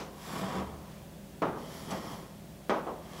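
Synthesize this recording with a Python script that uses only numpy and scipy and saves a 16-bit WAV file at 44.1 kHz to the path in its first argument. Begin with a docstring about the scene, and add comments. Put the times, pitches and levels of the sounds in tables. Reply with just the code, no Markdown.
"""Chalk on a large framed chalkboard in a workshop, one microphone a few metres off.
The board rings from a light tap, then an upward line scrapes along: crumbling grains hiss at the tip and
slips make the panel drone. The stick catches several times and the board sways with a low boom.
At 1.4 s the chalk lands with a knock and draws a level line, catching and chirping on a rough spot.
At 2.7 s it knocks again and another level line begins. The room hums quietly throughout."""
import sys
import numpy as np
from scipy import signal
from scipy.fft import rfft, irfft
from scipy.io import wavfile

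SR = 44100
rng = np.random.default_rng(int(sys.argv[2]) if len(sys.argv) > 2 else 0)


def unload_audio(sound):
    """Save the sound as a 16-bit wav file, at the path given as the first command line argument."""
    columns = np.transpose(np.atleast_2d(sound))
    # keep every value between -1 and 1, then stretch to whole-number steps
    steps = np.round(np.clip(columns, -1, 1) * 32767)
    wavfile.write(sys.argv[1], SR, steps.astype(np.int16))


N = 141120
TIME = np.arange(N) / SR
CRUMBS, SLIPS = dict(per_s=9000, spread_db=4), dict(per_s=900, spread_db=-0.5)
# clear modes of the panel: f/Hz, level/dB, t60/s
PANEL_MODES = [(190.6, -2, 0.42), (239.7, -4, 1), (319, -3.5, 0.55), (405, 1, 0.2), (488, -5, 0.13),
               (533.7, -2, 0.21), (653, 1.5, 0.49), (720.5, -4, 0.75), (798, 4, 0.3), (891, -7.5, 0.79),
               (958, -7, 0.35), (1087, -8, 0.64), (1238, 3, 0.24), (1380, -7, 0.15), (1613, -22, 0.51),
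               (1910, -20, 0.17), (2210, -13, .2)]
# resonances of the chalk tip: f/Hz, width/Hz, level/dB
TIP_RESONANCES = [(1875, 170, 1), (2996, 190, -2), (3265, 73, 2.5), (4420, 210, -3), (5740, 260, -5.5),
                  (6340, 400, -8), (7770, 220, -9.5), (10660, 250, -11.5)]


def chalk_lines():
    """One upward line, pressed harder and ringing hollow, then two level ones."""
    # course of the upward line: t/s, hiss/dB, rasp/dB, drone/dB
    upward = [(.13, -72, -82, -48), (.18, -63, -62, -58), (.235, -57, -55.5, -54), (.29, -56, -50, -41),
              (.38, -53.5, -47.5, -37), (.46, -61, -49, -39), (.58, -64, -48, -34), (.62, -69, -54, -36),
              (.67, -79, -59.5, -42.5), (0.788, -83, -71, -49.5), (.92, -69, -63.5, -55),
              (1.06, -80, -72, -71), (1.3, -80, -99, -83)]
    # course of each level line: t/s, hiss/dB, rasp/dB
    first_across = [(1.56, -78, -82), (1.584, -67, -58.5), (1.756, -55, -54), (1.864, -57, -56.5),
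                    (1.92, -55, -47.5), (2.01, -60.5, -53), (2.138, -57, -53), (2.312, -75, -70),
                    (2.36, -93, -73)]
    second_across = [(3.0, -92, -82), (3.048, -75, -60.5), (3.194, -57, -51.5), (3.2, -57, -54)]
    # rasp spectra going up and going across: f/Hz, level/dB
    rasp_up = [(600, -4), (950, 3), (1120, 3), (1450, 3.5), (1800, 4), (2600, -1.5), (3100, -0.5),
               (3500, 2.5), (4000, -11), (4600, -7.5), (5300, -6), (6100, -16), (7000, -10), (9000, -22)]
    rasp_across = [(800, 10), (1500, 4.5), (1900, 12.5), (2650, -1), (3000, 6), (3300, 6.5), (3900, -3.5),
                   (4600, -3), (5500, 2.5), (6400, -10), (7000, -6.5), (9000, -43)]
    # hollow resonances woken by the upward line: f/Hz, width/Hz, level/dB
    hollow = [(982.5, 20, 0), (1097, 44, 0), (1123, 43, 0.5), (1244, 25, -13), (1830, 120, -11.5),
              (8340, 200, -22)]
    press_db, lean_db_per_s, mid_stroke_s = 2.5, 12.5, 0.35
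    times, hiss_db, rasp_db, drone_db = np.transpose(upward)
    out = scrape(times, hiss_db, rasp_db + press_db, drone_db, rasp_up, tip_db=-11)
    out += stroke_gain(times, rasp_db + 2) * resonate(grains(**SLIPS), hollow)
    for course in (first_across, second_across):
        times, hiss_db, rasp_db = np.transpose(course)
        lean_db = lean_db_per_s * (times - times[0] - mid_stroke_s)   # the hand leans in as it moves
        drone_db = rasp_db + 9.5 + lean_db
        out += scrape(times, hiss_db, rasp_db, drone_db, rasp_across, tip_db=-4.5)
    return out


def scrape(times, hiss_db, rasp_db, drone_db, rasp_spectrum, tip_db):
    """Crumbling grains hiss and rasp at the tip; coarser slips drive the panel."""
    # spectra of the tip's hiss and the panel's drone: f/Hz, level/dB
    hiss_spectrum = [(5000, 3), (6800, -1.5), (7500, 2.5), (8100, -2), (8700, -5), (9500, 0), (10600, 1.5),
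                     (11600, -0.5), (13000, 0.5), (14200, -11), (16000, -4)]
    drone_spectrum = [(60, -28), (120, 6), (190, 8), (280, 3.5), (450, 2.5), (750, -1.5), (950, -0.5),
                      (1130, 1), (1300, -5.5), (1480, -13), (2000, -16.5), (3000, -56)]
    crumbs, slips = reflections(grains(**CRUMBS)), grains(**SLIPS)
    ringing = rms_one(signal.fftconvolve(slips, panel_modes(TIME[:SR]))[:N])
    drone = colour(slips, drone_spectrum) + from_db(-8) * ringing
    tip_ring = resonate(reflections(grains(**CRUMBS)), TIP_RESONANCES)
    rasp = colour(crumbs + slips, rasp_spectrum) + from_db(tip_db) * tip_ring
    return (stroke_gain(times, hiss_db + 0.5) * colour(crumbs, hiss_spectrum)
            + stroke_gain(times, rasp_db - 1.5) * rasp
            + stroke_gain(times, drone_db - 2.5) * drone)


def grains(per_s, spread_db):
    """Chalk gives way in random clicks of uneven size."""
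    clicks = rng.random(N) < per_s / SR
    sizes = from_db(spread_db * np.minimum(rng.exponential(1, N), 4))
    return clicks * sizes * rng.choice([-1, 1], N)


def taps():
    """Each landing sends a pulse and the stick's snap ahead of the board's ring; the spot colours it."""
    # landings: t/s, level/dB, treble cut/Hz, settling time/s, bass cut/Hz, node at this spot/Hz
    landings = [(-.02, -11, 7300, 0.00023, 200, 590), (1.4195, 0, 1640, 0.00023, 120, 720),
                (1.553, -12.5, 1190, 0.0059, 160, 725), (1.912, -11, 2040, .004, 160, 460),
                (2.6955, 0.5, 2320, 0.000055, 175, 2820), (2.865, -5.5, 1120, 0.003, 323, 1480)]
    pulse_s, snap_t60_s, node_depth = 0.0008, 0.072, 0.39
    t, out = TIME[:SR], 0
    pulse = from_db(-18) * 2 * np.sin(np.pi * np.sqrt(t / pulse_s)) * np.exp(-t / pulse_s / 2)
    for start_s, db, treble_hz, settle_s, bass_hz, node_hz in landings:
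        snap = from_db(-23 - 60 * t / snap_t60_s) * highpass(rng.standard_normal(SR), hz=1760)
        blow = lowpass((pulse + snap + board_knock()) * (1 - np.exp(-t / settle_s)), treble_hz)
        blow -= node_depth * signal.lfilter(*signal.iirpeak(node_hz, Q=5.4, fs=SR), blow)
        out += place(from_db(db) * highpass(blow, bass_hz), start_s)
    return highpass(out, hz=142, order=4)   # a tapped panel gives little below its lowest mode


def board_knock():
    """Panel and room answer one blow: a fast early ring, a tail dying by band, and the clear modes."""
    # spectrum of the dense ringing: f/Hz, level/dB
    spectrum = [(60, -10), (115, 6), (175, -1.5), (350, 1), (550, 2.5), (800, -1.5), (1150, -1.5),
                (1600, -10.5), (2200, -14.5), (2700, -13.5), (3300, -9.5), (4100, -23), (5300, -11),
                (8000, -25), (15000, -23)]
    # decay of its tail: f/Hz, t60/s
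    tail_t60 = [(120, 0.86), (320, 0.71), (840, 0.61), (2200, 0.54), (5800, 0.42), (14000, 0.54)]
    early_t60_s, build_s, spread_cycles = 0.24, 0.0024, 5.2
    t, out = TIME[:SR], 0
    edges_hz = 50 * 2 ** np.arange(0, 8.5, 1 / 3)
    white = rng.standard_normal((2, SR + SR // 4))
    for k, (low, high) in enumerate(zip(edges_hz, edges_hz[1:])):
        hz = np.sqrt(low * high)
        bandpass = signal.butter(2, [low, high], "band", fs=SR, output="sos")
        band = signal.sosfilt(bandpass, white[k % 2])[-SR:]
        fade = from_db(-60 * t / at_hz(tail_t60, hz)) + from_db(-1 - 60 * t / early_t60_s)
        fade *= 1 - 0.31 * np.exp(-t * hz / spread_cycles)   # low notes spread over the panel later
        band_rms = from_db(at_hz(spectrum, hz) - 13) * np.sqrt(np.mean(fade ** 2) * (high - low) / SR)
        out += band_rms * rms_one(band * fade)
    return (out + from_db(-39) * panel_modes(t)) * (1 - np.exp(-t / build_s))


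def panel_modes(t, vary_db=2):
    """The panel's clear modes ring down, each struck with a random strength and sign."""
    out = 0
    for hz, db, t60 in PANEL_MODES:
        fade = from_db(db + vary_db * rng.normal() - 60 * t / t60)
        out += fade * np.sin(2 * np.pi * hz * t) * rng.choice([-1, 1])
    return out


def catches():
    """The stick catches: dull knocks mostly wake the lowest panel mode, damped by the pressing chalk."""
    # catches in mid-stroke: t/s, level/dB
    snags = [(.413, 2.5), (.434, 2.5), (.504, -15), (.556, 1.5), (.583, -5.5), (.61, -3), (1.915, 1.5)]
    t = TIME[:SR]
    hz, _, free_t60 = PANEL_MODES[0]
    thump = from_db(-33.5 - 60 * t / (free_t60 / 2)) * (1 - np.exp(-t * hz))
    groan = sum(place(from_db(db) * thump, s) for s, db in snags) * np.sin(2 * np.pi * hz * TIME)
    knocks = sum(place(from_db(db - 16.5) * lowpass(board_knock(), hz=980), s) for s, db in snags)
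    return groan + knocks


def tip_chirp():
    """On a rough spot a brief burst of clicks rings the tip."""
    ring = highpass(resonate(grains(**CRUMBS), TIP_RESONANCES), hz=4300)
    return from_db(-33) * ring_down(start_s=1.906, rise_s=0.002, t60_s=0.094) * ring


def board_sway(hz=74):
    """The whole board booms in its frame during the upward line."""
    return from_db(-41) * ring_down(start_s=0.564, rise_s=0.014, t60_s=1.47) * np.sin(2 * np.pi * hz * TIME)


def reflections(x):
    """Frame, floor and walls ripple the spectrum of the scrape; its power stays the same."""
    # early echoes at the microphone: delay/s, level/dB
    echoes = [(.0013, -11), (.0031, -9), (.0058, -8), (.0093, -8), (.0141, -9), (.0207, -9), (.0293, -10),
              (.0411, -11)]
    delays, levels_db = np.transpose(echoes)
    gains = from_db(levels_db - 2)
    reflected = sum(gains[k] * (-1) ** k * place(x, s) for k, s in enumerate(delays))
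    return (x + reflected) / np.sqrt(1 + np.sum(gains ** 2))


def room_tone():
    """The workshop's steady air, with faint whines and three hum tones, two of them wavering."""
    # spectrum of the air: f/Hz, level/dB
    air = [(25, -21), (40, -12), (56, -17), (76, -5), (100, -12.5), (125, -6), (160, -5.5), (205, -6.5),
           (280, -12), (400, -11.5), (450, -19.5), (550, -11.5), (720, -16.5), (900, -21.5), (1300, -27),
           (2000, -28), (3300, -30), (4500, -32), (15500, -35.5)]
    # thin whines: f/Hz, width/Hz, level/dB
    whines = [(3320, 120, -6), (14804, 44, -11)]
    # hum tones: f/Hz, level/dB, waver (0-1)
    hum = [(57.1, -60.5, 0), (161, -55, .15), (200.9, -57, 0.24)]
    out = from_db(-50) * colour(rng.standard_normal(N), air)
    out += from_db(-74) * resonate(rng.standard_normal(N), whines)
    for hz, db, waver in hum:
        swell, drift = (waver * rms_one(lowpass(rng.standard_normal(N), hz=5.1)) for _ in range(2))
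        phase = 2 * np.pi * (hz * TIME + rng.random()) + 2 * drift
        out += from_db(db) * np.sqrt(2) * (1 + swell) * np.sin(phase)
    return out


def stroke_gain(times, db):
    """Gain along a stroke, silent outside it."""
    return from_db(np.interp(TIME, times, db, left=-120, right=-120))


def ring_down(start_s, rise_s, t60_s):
    """Envelope that rises quickly and dies away."""
    t = np.maximum(TIME - start_s, 0)
    return from_db(-60 * t / t60_s) * (1 - np.exp(-t / rise_s))


def resonate(x, resonances):
    """Parallel resonances of alternating sign; unit rms."""
    out = 0
    for k, (hz, width, db) in enumerate(resonances):
        ring = signal.lfilter(*signal.iirpeak(hz, hz / width, fs=SR), x)
        out += (-1) ** k * from_db(db) * rms_one(ring)
    return rms_one(out)


def colour(x, spectrum):
    """Give a steady sound a spectrum, rolling off past its ends; unit rms."""
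    hz = np.arange(N // 2 + 1) * SR / N
    roll_off = np.minimum(1, hz / spectrum[0][0]) ** 2 * np.minimum(1, spectrum[-1][0] / (hz + 1)) ** 2
    return rms_one(irfft(rfft(x) * from_db(at_hz(spectrum, hz)) * roll_off, N))


def at_hz(points, hz):
    """Read a table on a log-frequency axis."""
    freqs, values = np.transpose(points)
    return np.interp(np.log(hz + 1e-9), np.log(freqs), values)


def lowpass(x, hz):
    """Two-pole treble cut."""
    return signal.sosfilt(signal.butter(2, hz, fs=SR, output="sos"), x + 1e-18)


def highpass(x, hz, order=2):
    """Bass cut."""
    return signal.sosfilt(signal.butter(order, hz, "high", fs=SR, output="sos"), x + 1e-18)


def place(x, start_s):
    """Start a sound at a given time."""
    return np.interp(np.arange(N) - round(start_s * SR), np.arange(len(x)), x, left=0, right=0)


def from_db(db):
    """Decibels to gain."""
    return 10 ** (np.asarray(db) / 20)


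def rms_one(x):
    """Scale to unit rms."""
    return x / np.sqrt(np.mean(x ** 2) + 1e-20)


def scene():
    """Chalk, board and room at the microphone, in mono."""
    return (taps() + catches() + tip_chirp() + board_sway() + chalk_lines() + room_tone())[None]


def record(dry):
    """The top is cut steeply."""
    cutoff_hz = 15750
    return signal.sosfilt(signal.ellip(12, .1, 70, cutoff_hz, fs=SR, output="sos"), dry)


dry = scene()
out = record(dry)
unload_audio(out)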